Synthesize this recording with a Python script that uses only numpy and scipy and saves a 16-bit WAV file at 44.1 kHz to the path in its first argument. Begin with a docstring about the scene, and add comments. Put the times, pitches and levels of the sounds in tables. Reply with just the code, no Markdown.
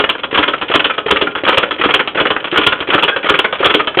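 """A leather speed bag slaps and booms against a round wooden platform in a small room.
Each punch, a dull pop, sends the bag into the board three times: two hard blows, then a light one.
Between blows the steel swivel clacks and chatters in its socket; once it squeals.
The close, narrow-band microphone overloads on hard blows; the hardest clip and crack."""
import sys
import numpy as np
from scipy import signal
from scipy.fft import rfft, irfft
from scipy.io import wavfile
from scipy.ndimage import uniform_filter1d, minimum_filter1d

SR = 44100
rng = np.random.default_rng(int(sys.argv[2]) if len(sys.argv) > 2 else 0)


def to_wav(s):
    """Save 16-bit WAV."""
    ch = np.atleast_2d(s).T  # columns
    pcm = np.round(np.clip(ch, -1, 1) * 32767)  # PCM
    wavfile.write(sys.argv[1], SR, pcm.astype(np.int16))


N = 176400

# fist on bag: t/s, level/dB
FIST_HITS = [(0.328, -10.5), (0.7, -10.5), (1.062, -9), (1.436, -8.5), (1.797, -11), (2.156, -11),
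             (2.526, -8.5), (2.888, -9.5), (3.244, -9), (3.604, -7.5), (3.972, -3.5)]
# bag on board: t/s, slap/dB, treble/dB, contact/s, boom/dB before BOOM_GAIN_DB
BOARD_HITS = [(0.0, -6, -4.5, 0.0014, -14.5), (0.091, -5.5, 2.5, 0.014, -25),
              (0.235, -13.5, -4, 0.0137, -27), (0.375, -2.5, -3, 0.015, -12),
              (0.479, -5, -1.9, 0.0074, -22), (0.613, -13, -4.5, 0.014, -24),
              (0.739, 0.5, -2, 0.017, -13.5), (0.843, -4, 2, 0.016, -23), (0.98, -9, -5, 0.004, -23.5),
              (1.106, -5, -2, 0.017, -10.5), (1.212, -5.5, 0, 0.011, -14.5),
              (1.352, -13.5, -8, 0.0099, -28.5), (1.476, 1, -4, 0.016, -15), (1.572, 1.5, 0.5, 0.0075, -17),
              (1.709, -10, -4, 0.0076, -24), (1.837, -6, -5.5, 0.022, -11), (1.939, -5, 2, 0.02, -19),
              (2.075, -8, 2, 0.003, -29.5), (2.199, -6, -2, 0.01438, -14), (2.303, -6, -2.5, 0.0086, -20.5),
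              (2.443, -14, 0, 0.0112, -29), (2.573, -2.5, -3, 0.014, -11), (2.665, 1, 1, 0.00988, -12.5),
              (2.804, -13.5, 1, 0.0063, -23), (2.934, -2.5, -4, 0.017, -10.5), (3.025, -7, 1, 0.022, -20),
              (3.162, -9.5, -3.5, 0.00047, -29), (3.288, -1, -5, 0.018, -12), (3.389, -2, 2, 0.0033, -19),
              (3.526, -10, -5, 0.00082, -44), (3.644, -1, -0.5, 0.023, -15),
              (3.74, 0.5, 2.5, 0.00886, -10.5), (3.873, -8.5, -1.5, 0.0036, -25),
              (3.988, 0, -1.3, 0.01, -1.5)]
# swivel on socket: t/s, level/dB, treble/dB, chatter/s
SWIVEL_HITS = [(0.038, -5, -3, 0.0074), (0.151, -18.5, -11, 0.0036), (0.189, -23, 7.5, 0.011),
               (0.309, -18.5, 1.5, 0.0082), (0.34, -7.5, -2, 0.021), (0.426, -5.5, -3, 0.014),
               (0.532, -9.5, -10, 0.012), (0.578, -24, 14, 0.011), (0.68, -17.5, 4, 0.013),
               (0.712, -11, -5, 0.012), (0.793, -6.5, 1.5, 0.012), (0.895, -11, -8.5, 0.016),
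               (0.935, -22.5, 5, 0.011), (1.081, -13.5, -6.5, 0.0099), (1.159, -9, -7, 0.0048),
               (1.167, -6.5, 4.5, 0.0045), (1.269, -10.5, -13, 0.0078), (1.304, -26, 21, 0.016),
               (1.372, -20.5, -4.5, 0.019), (1.449, -10.5, -0.1, 0.004), (1.463, -12, -15, 0.008),
               (1.522, -7.5, -5, 0.012), (1.54, -9.5, 3.5, 0.008), (1.626, -7, -6.5, 0.014),
               (1.738, -19.5, 7, 0.0082), (1.782, -20, 1, 0.012), (1.811, -7, -3.5, 0.0089),
               (1.886, -11, -9.5, 0.014), (1.905, -7.5, 1, 0.0079), (1.991, -7, -6, 0.017),
               (2.146, -17.5, -2.5, 0.012), (2.17, -11, -5, 0.011), (2.181, -12, -16, 0.012),
               (2.252, -7.5, -13, 0.0082), (2.267, -9.5, 2.5, 0.0076), (2.364, -8, -11.5, 0.0018),
               (2.4, -24, 12.5, 0.0077), (2.467, -19, -4, 0.016), (2.513, -15, 11, 0.0061),
               (2.535, -15.5, -6, 0.023), (2.558, -5.5, -10, 0.0036), (2.609, -12, -0.5, 0.018),
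               (2.632, -9.5, 3, 0.012), (2.721, -6.5, -6, 0.0092), (2.822, -17.5, -6, 0.0074),
               (2.872, -17.5, 0, 0.0073), (2.901, -7, 1.5, 0.0073), (2.916, -12, -12, 0.02),
               (2.979, -7, -16.5, 0.0066), (2.989, -11, 18, 0.0064), (3.077, -4.5, -3, 0.018),
               (3.227, -17.5, -1.5, 0.012), (3.255, -10.5, -6.5, 0.018), (3.34, -5.5, -8, 0.0064),
               (3.344, -10.5, 8, 0.016), (3.442, -5, -7.5, 0.012), (3.549, -17.5, -1, 0.011),
               (3.586, -18.5, 2.5, 0.029), (3.626, -8.5, -15.5, 0.012), (3.695, -6.5, -2.5, 0.019),
               (3.789, -7.5, -8, 0.023), (3.943, -18.5, -5, 0.01)]
# clipping slaps: t/s, peak/dB over full scale
CLIP_PEAKS = [(0.099, .5), (0.761, 1.2), (1.116, 1.5), (1.495, .8), (1.584, 2.4), (1.949, 1.8),
              (2.582, 1.5), (2.674, 2.3), (2.948, .5), (3.04, .9), (3.304, .8), (3.398, 1), (3.663, 1.2),
              (3.751, 1)]
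# broad spectra of the struck bodies: f/Hz, level/dB
FIST_COLOUR = [(30, -41.5), (110, -15.5), (220, -17.5), (310, -0.5), (420, 0), (560, -2.5), (900, -11.5),
               (1800, -12.5), (3500, -13.5)]
LEATHER_COLOUR = [(30, -19), (200, -11.5), (450, 1), (750, -2.5), (1250, 4), (2000, -4), (2600, 2.5),
                  (3400, 5), (6000, -4.5)]
STEEL_COLOUR = [(30, -21), (120, -17.5), (230, -9), (330, -7), (520, 0), (700, -8), (1200, -4), (3300, -4),
                (6000, -10.5)]
WOOD_COLOUR = [(25, -27), (60, -10), (120, -8.5), (220, -6), (330, -4), (480, -1), (750, -7.5),
               (4000, -54.5)]
# resonances of board, fittings, bag knock, joint: f/Hz, level/dB over the colour, t60/s
BOARD_RINGS = [(310, 15, .09), (414, 16.5, .09)]
FITTING_RINGS = [(1025, 0, .08), (1288, 2, .1), (1418, 4, .11), (1740, -2, .08), (3068, 3, .1),
                 (3310, -3, .09)]
KNOCK_RINGS = [(508, 0, 0.035), (573, 1, 0.036)]
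JOINT_RINGS = [(1314, 8, .02), (2500, 3, 0.015), (3120, 5, 0.016)]
# room decay: f/Hz, t60/s
ROOM_T60 = [(80, 0.2), (300, 0.53), (1200, 0.28), (3500, 0.23)]
# microphone response: f/Hz, gain/dB
MIC_RESPONSE = [(20, -1.5), (3380, 2), (3560, -6.5), (3950, -12), (4300, -20), (4650, -37.5), (5200, -71.5)]

SNAP_DB, SNAP_DECAY_S = -17.5, 0.0022
SLAP_RISE_S, SLAP_DECAY_S, BOOM_GAIN_DB = 0.00066, 0.0093, 2.5
CLACK_RISE_SHARE, CLACK_DECAY_S = 0.35, 0.0061


def amp(db):
    """Decibels to gain."""
    return 10 ** (np.asarray(db) / 20)


def lookup(points, hz):
    """Table value, interpolated over log frequency."""
    f, value = np.transpose(points)
    return np.interp(np.log(hz + 1), np.log(f + 1), value)


def add(mix, at_s, sound):
    """Mix a sound in at at_s."""
    part = mix[max(round(at_s * SR), 0):][:len(sound)]
    part += sound[:len(part)]


def at_level(x, db, window=300):
    """Scale a blow so its loudest short-term RMS is db."""
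    return x * amp(db) / np.sqrt(uniform_filter1d(x ** 2, window).max() + 1e-20)


def brighten(x, treble_db):
    """Scale the treble: 2-3.7 kHz ends up about treble_db over 0.7-2 kHz."""
    def band(edges_hz, kind):
        sos = signal.butter(4, edges_hz, kind, fs=SR, output="sos")
        return signal.sosfiltfilt(sos, x, padtype=None)
    high, middle = band(2000, "high"), band([700, 2000], "band")
    treble = high - band(3700, "high")
    return x + high * (amp(treble_db) * middle.std() / treble.std() - 1)


def low_pass(x, hz):
    """Steep band limit."""
    return signal.oaconvolve(x, signal.firwin(511, hz, window=("kaiser", 9), fs=SR), "same")


def limit(x, ceiling=0.92, window=100):
    """Fast, smooth peak limiter."""
    gain = minimum_filter1d(ceiling / np.maximum(abs(x), ceiling), 2 * window)
    return x * uniform_filter1d(uniform_filter1d(gain, window), window)


def crack(x, gap_s=0.005, width_s=0.0022, first_share=0.6):
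    """Each listed slap surges past full scale twice and is cut flat."""
    t = np.arange(N) / SR
    for at_s, over_db in CLIP_PEAKS:
        for peak_s, share in (at_s - gap_s, first_share), (at_s, 1):
            surge = np.exp(-np.minimum(abs(t - peak_s) / width_s, 10) ** 2)
            peak_gain = amp(share * over_db) / abs(x * surge).max()
            x = x * (1 + surge * (peak_gain - 1))
    return np.clip(x, -1, 1)


def body(colour, rings=(), size=8192):
    """Minimum-phase impulse response: broad colour plus resonances."""
    hz = np.fft.rfftfreq(size, 1 / SR)
    peaks = 1 + sum(amp(db) ** 2 / (1 + ((hz - ring_hz) * 2 * np.pi * t60_s / np.log(1000)) ** 2)
                    for ring_hz, db, t60_s in rings)
    cepstrum = irfft(np.log(amp(lookup(colour, hz)) * np.sqrt(peaks)))
    cepstrum[1:size // 2] *= 2
    cepstrum[size // 2 + 1:] = 0
    return irfft(np.exp(rfft(cepstrum)))


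def contact(response, rise_s, hold_s, decay_s, clicks_per_s=1700, grit=0.75, size=8192):
    """A burst of tiny collisions and rubbing rings a body."""
    t = np.arange(size) / SR
    clicks = rng.choice([-1., 1.], size) * (rng.random(size) < clicks_per_s / SR)
    force = clicks * np.sqrt(SR / clicks_per_s) + grit * rng.standard_normal(size)
    envelope = np.minimum(t / rise_s, 1) * np.exp(-np.maximum(t - hold_s, 0) / decay_s)
    return signal.fftconvolve(force * envelope, response)[:size]


def thud(response, rough, push_s=0.00043, decay_s=0.012, size=8192):
    """A heavy, soft-edged push and crumpling leather ring a body."""
    t = np.arange(size) / SR
    push = t * np.exp(-t / push_s)
    crumple = rng.standard_normal(size) * (1 - np.exp(-t / push_s)) * np.exp(-t / decay_s)
    force = 2 * push / push.sum() + rough * crumple / np.linalg.norm(crumple)
    return signal.fftconvolve(force, response)[:size]


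def background(level_db=-37.5):
    """Faint, steady low noise."""
    noise = signal.fftconvolve(rng.standard_normal(N), body(WOOD_COLOUR))[:N]
    return amp(level_db) * noise / noise.std()


def room(x, spacing=20, count=1100):
    """Dense reflections off near walls; low mids ring longest."""
    taps = np.zeros(spacing * (count + spacing))
    slots = (np.arange(count) + spacing // 2) * spacing
    taps[slots + rng.integers(0, spacing, count)] = rng.choice([-1., 1.], count)
    hz, t, spectrum = signal.stft(taps, SR, nperseg=256)
    decay = amp(-60 * t / lookup(ROOM_T60, hz)[:, None])
    tail = signal.istft(spectrum * decay, SR, nperseg=256)[1]
    return signal.fftconvolve(x, tail / np.linalg.norm(tail))[:N]


def swinging_room(x, count=5, dwell=2205):
    """The bag moves, so its sound cycles through several reflection patterns."""
    place = np.arange(N) // dwell % count
    return sum(room(x * uniform_filter1d((place == k) * 1., dwell // 2)) for k in range(count))


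def limiter_clicks(max_db=-42, rise_s=0.0001):
    """Faint clicks of the recorder's gain control on sudden blows, one per board hit."""
    out, u = np.zeros(N), np.arange(0, 20, 1 / (SR * rise_s))
    for at_s, _, _, contact_s, _ in BOARD_HITS:
        add(out, at_s + contact_s / 2, amp(max_db) * rng.random() * u * np.exp(1 - u))
    return out


def squeal(at_s=3.115, length_s=0.044, hz=1605, level_db=-15.5):
    """One thin squeak, likely the dry joint."""
    out, t = np.zeros(N), np.arange(0, length_s, 1 / SR)
    add(out, at_s, amp(level_db) * np.sin(np.pi * t / length_s) * np.sin(2 * np.pi * hz * t))
    return out


def fist():
    """Knuckles pop dully on the inflated bag."""
    out, bag = np.zeros(N), body(FIST_COLOUR)
    for at_s, db in FIST_HITS:
        add(out, at_s, at_level(thud(bag, rough=1), db))
    return out


def swivel(detune=0.074, ticks_per_s=150, ticks_db=-34.5):
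    """The loose steel joint clacks on each swing, detuned by how it sits, and ticks in between."""
    out = np.zeros(N)
    tunings = 1 + detune * rng.standard_normal((len(SWIVEL_HITS), len(JOINT_RINGS)))
    for (at_s, db, treble_db, chatter_s), tuning in zip(SWIVEL_HITS, tunings):
        rings = [(hz * ratio, ring_db, t60_s) for (hz, ring_db, t60_s), ratio in zip(JOINT_RINGS, tuning)]
        joint = body(STEEL_COLOUR, rings + FITTING_RINGS)
        clack = contact(joint, CLACK_RISE_SHARE * chatter_s, chatter_s, CLACK_DECAY_S)
        add(out, at_s, at_level(brighten(clack, treble_db), db))
    impulses = rng.standard_normal(N) * (rng.random(N) < ticks_per_s / SR)
    ticks = signal.fftconvolve(impulses, body(STEEL_COLOUR, FITTING_RINGS))[:N]
    return out + amp(ticks_db) * ticks / ticks.std()


def bag_on_board():
    """Leather snaps, slaps flat and shakes the fittings; the wood booms at full squash."""
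    out = np.zeros(N)
    leather = body(LEATHER_COLOUR, KNOCK_RINGS + FITTING_RINGS)
    wood = body(WOOD_COLOUR, BOARD_RINGS)
    for at_s, slap_db, treble_db, contact_s, boom_db in BOARD_HITS:
        snap = contact(leather, 1 / SR, 0, SNAP_DECAY_S)
        slap = contact(leather, SLAP_RISE_S, contact_s, SLAP_DECAY_S)
        boom = thud(wood, rough=0.62)
        add(out, at_s, at_level(brighten(snap, treble_db), SNAP_DB))
        add(out, at_s, at_level(brighten(slap, treble_db), slap_db))
        add(out, at_s + contact_s, at_level(boom, boom_db + BOOM_GAIN_DB, window=600))
    return out


def scene(room_db=-9.5):
    """Fist, board and swivel in the room, over the background."""
    rig = fist() + bag_on_board() + swivel() + squeal()
    return (background() + amp(room_db) * swinging_room(rig) + rig)[None]


def record(dry, overload=0.86, knee=2.4, clean_share=0.23, channel_hz=4150):
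    """Narrow-band microphone, soft overload, limiter; then cracks and limiter clicks."""
    hz = np.fft.rfftfreq(2 * N, 1 / SR)
    mic = irfft(rfft(dry[0], 2 * N) * amp(lookup(MIC_RESPONSE, hz)))[:N]
    saturated = mic / (1 + abs(mic / overload) ** knee) ** (1 / knee)
    squashed = clean_share * mic + (1 - clean_share) * saturated
    narrow = irfft(rfft(squashed, 2 * N) / (1 + (hz / channel_hz) ** 16))[:N]
    limited = limit(low_pass(narrow, hz=4750))
    return low_pass(crack(limited) + limiter_clicks(), hz=16000)[None]


dry = scene()
out = record(dry)
to_wav(out)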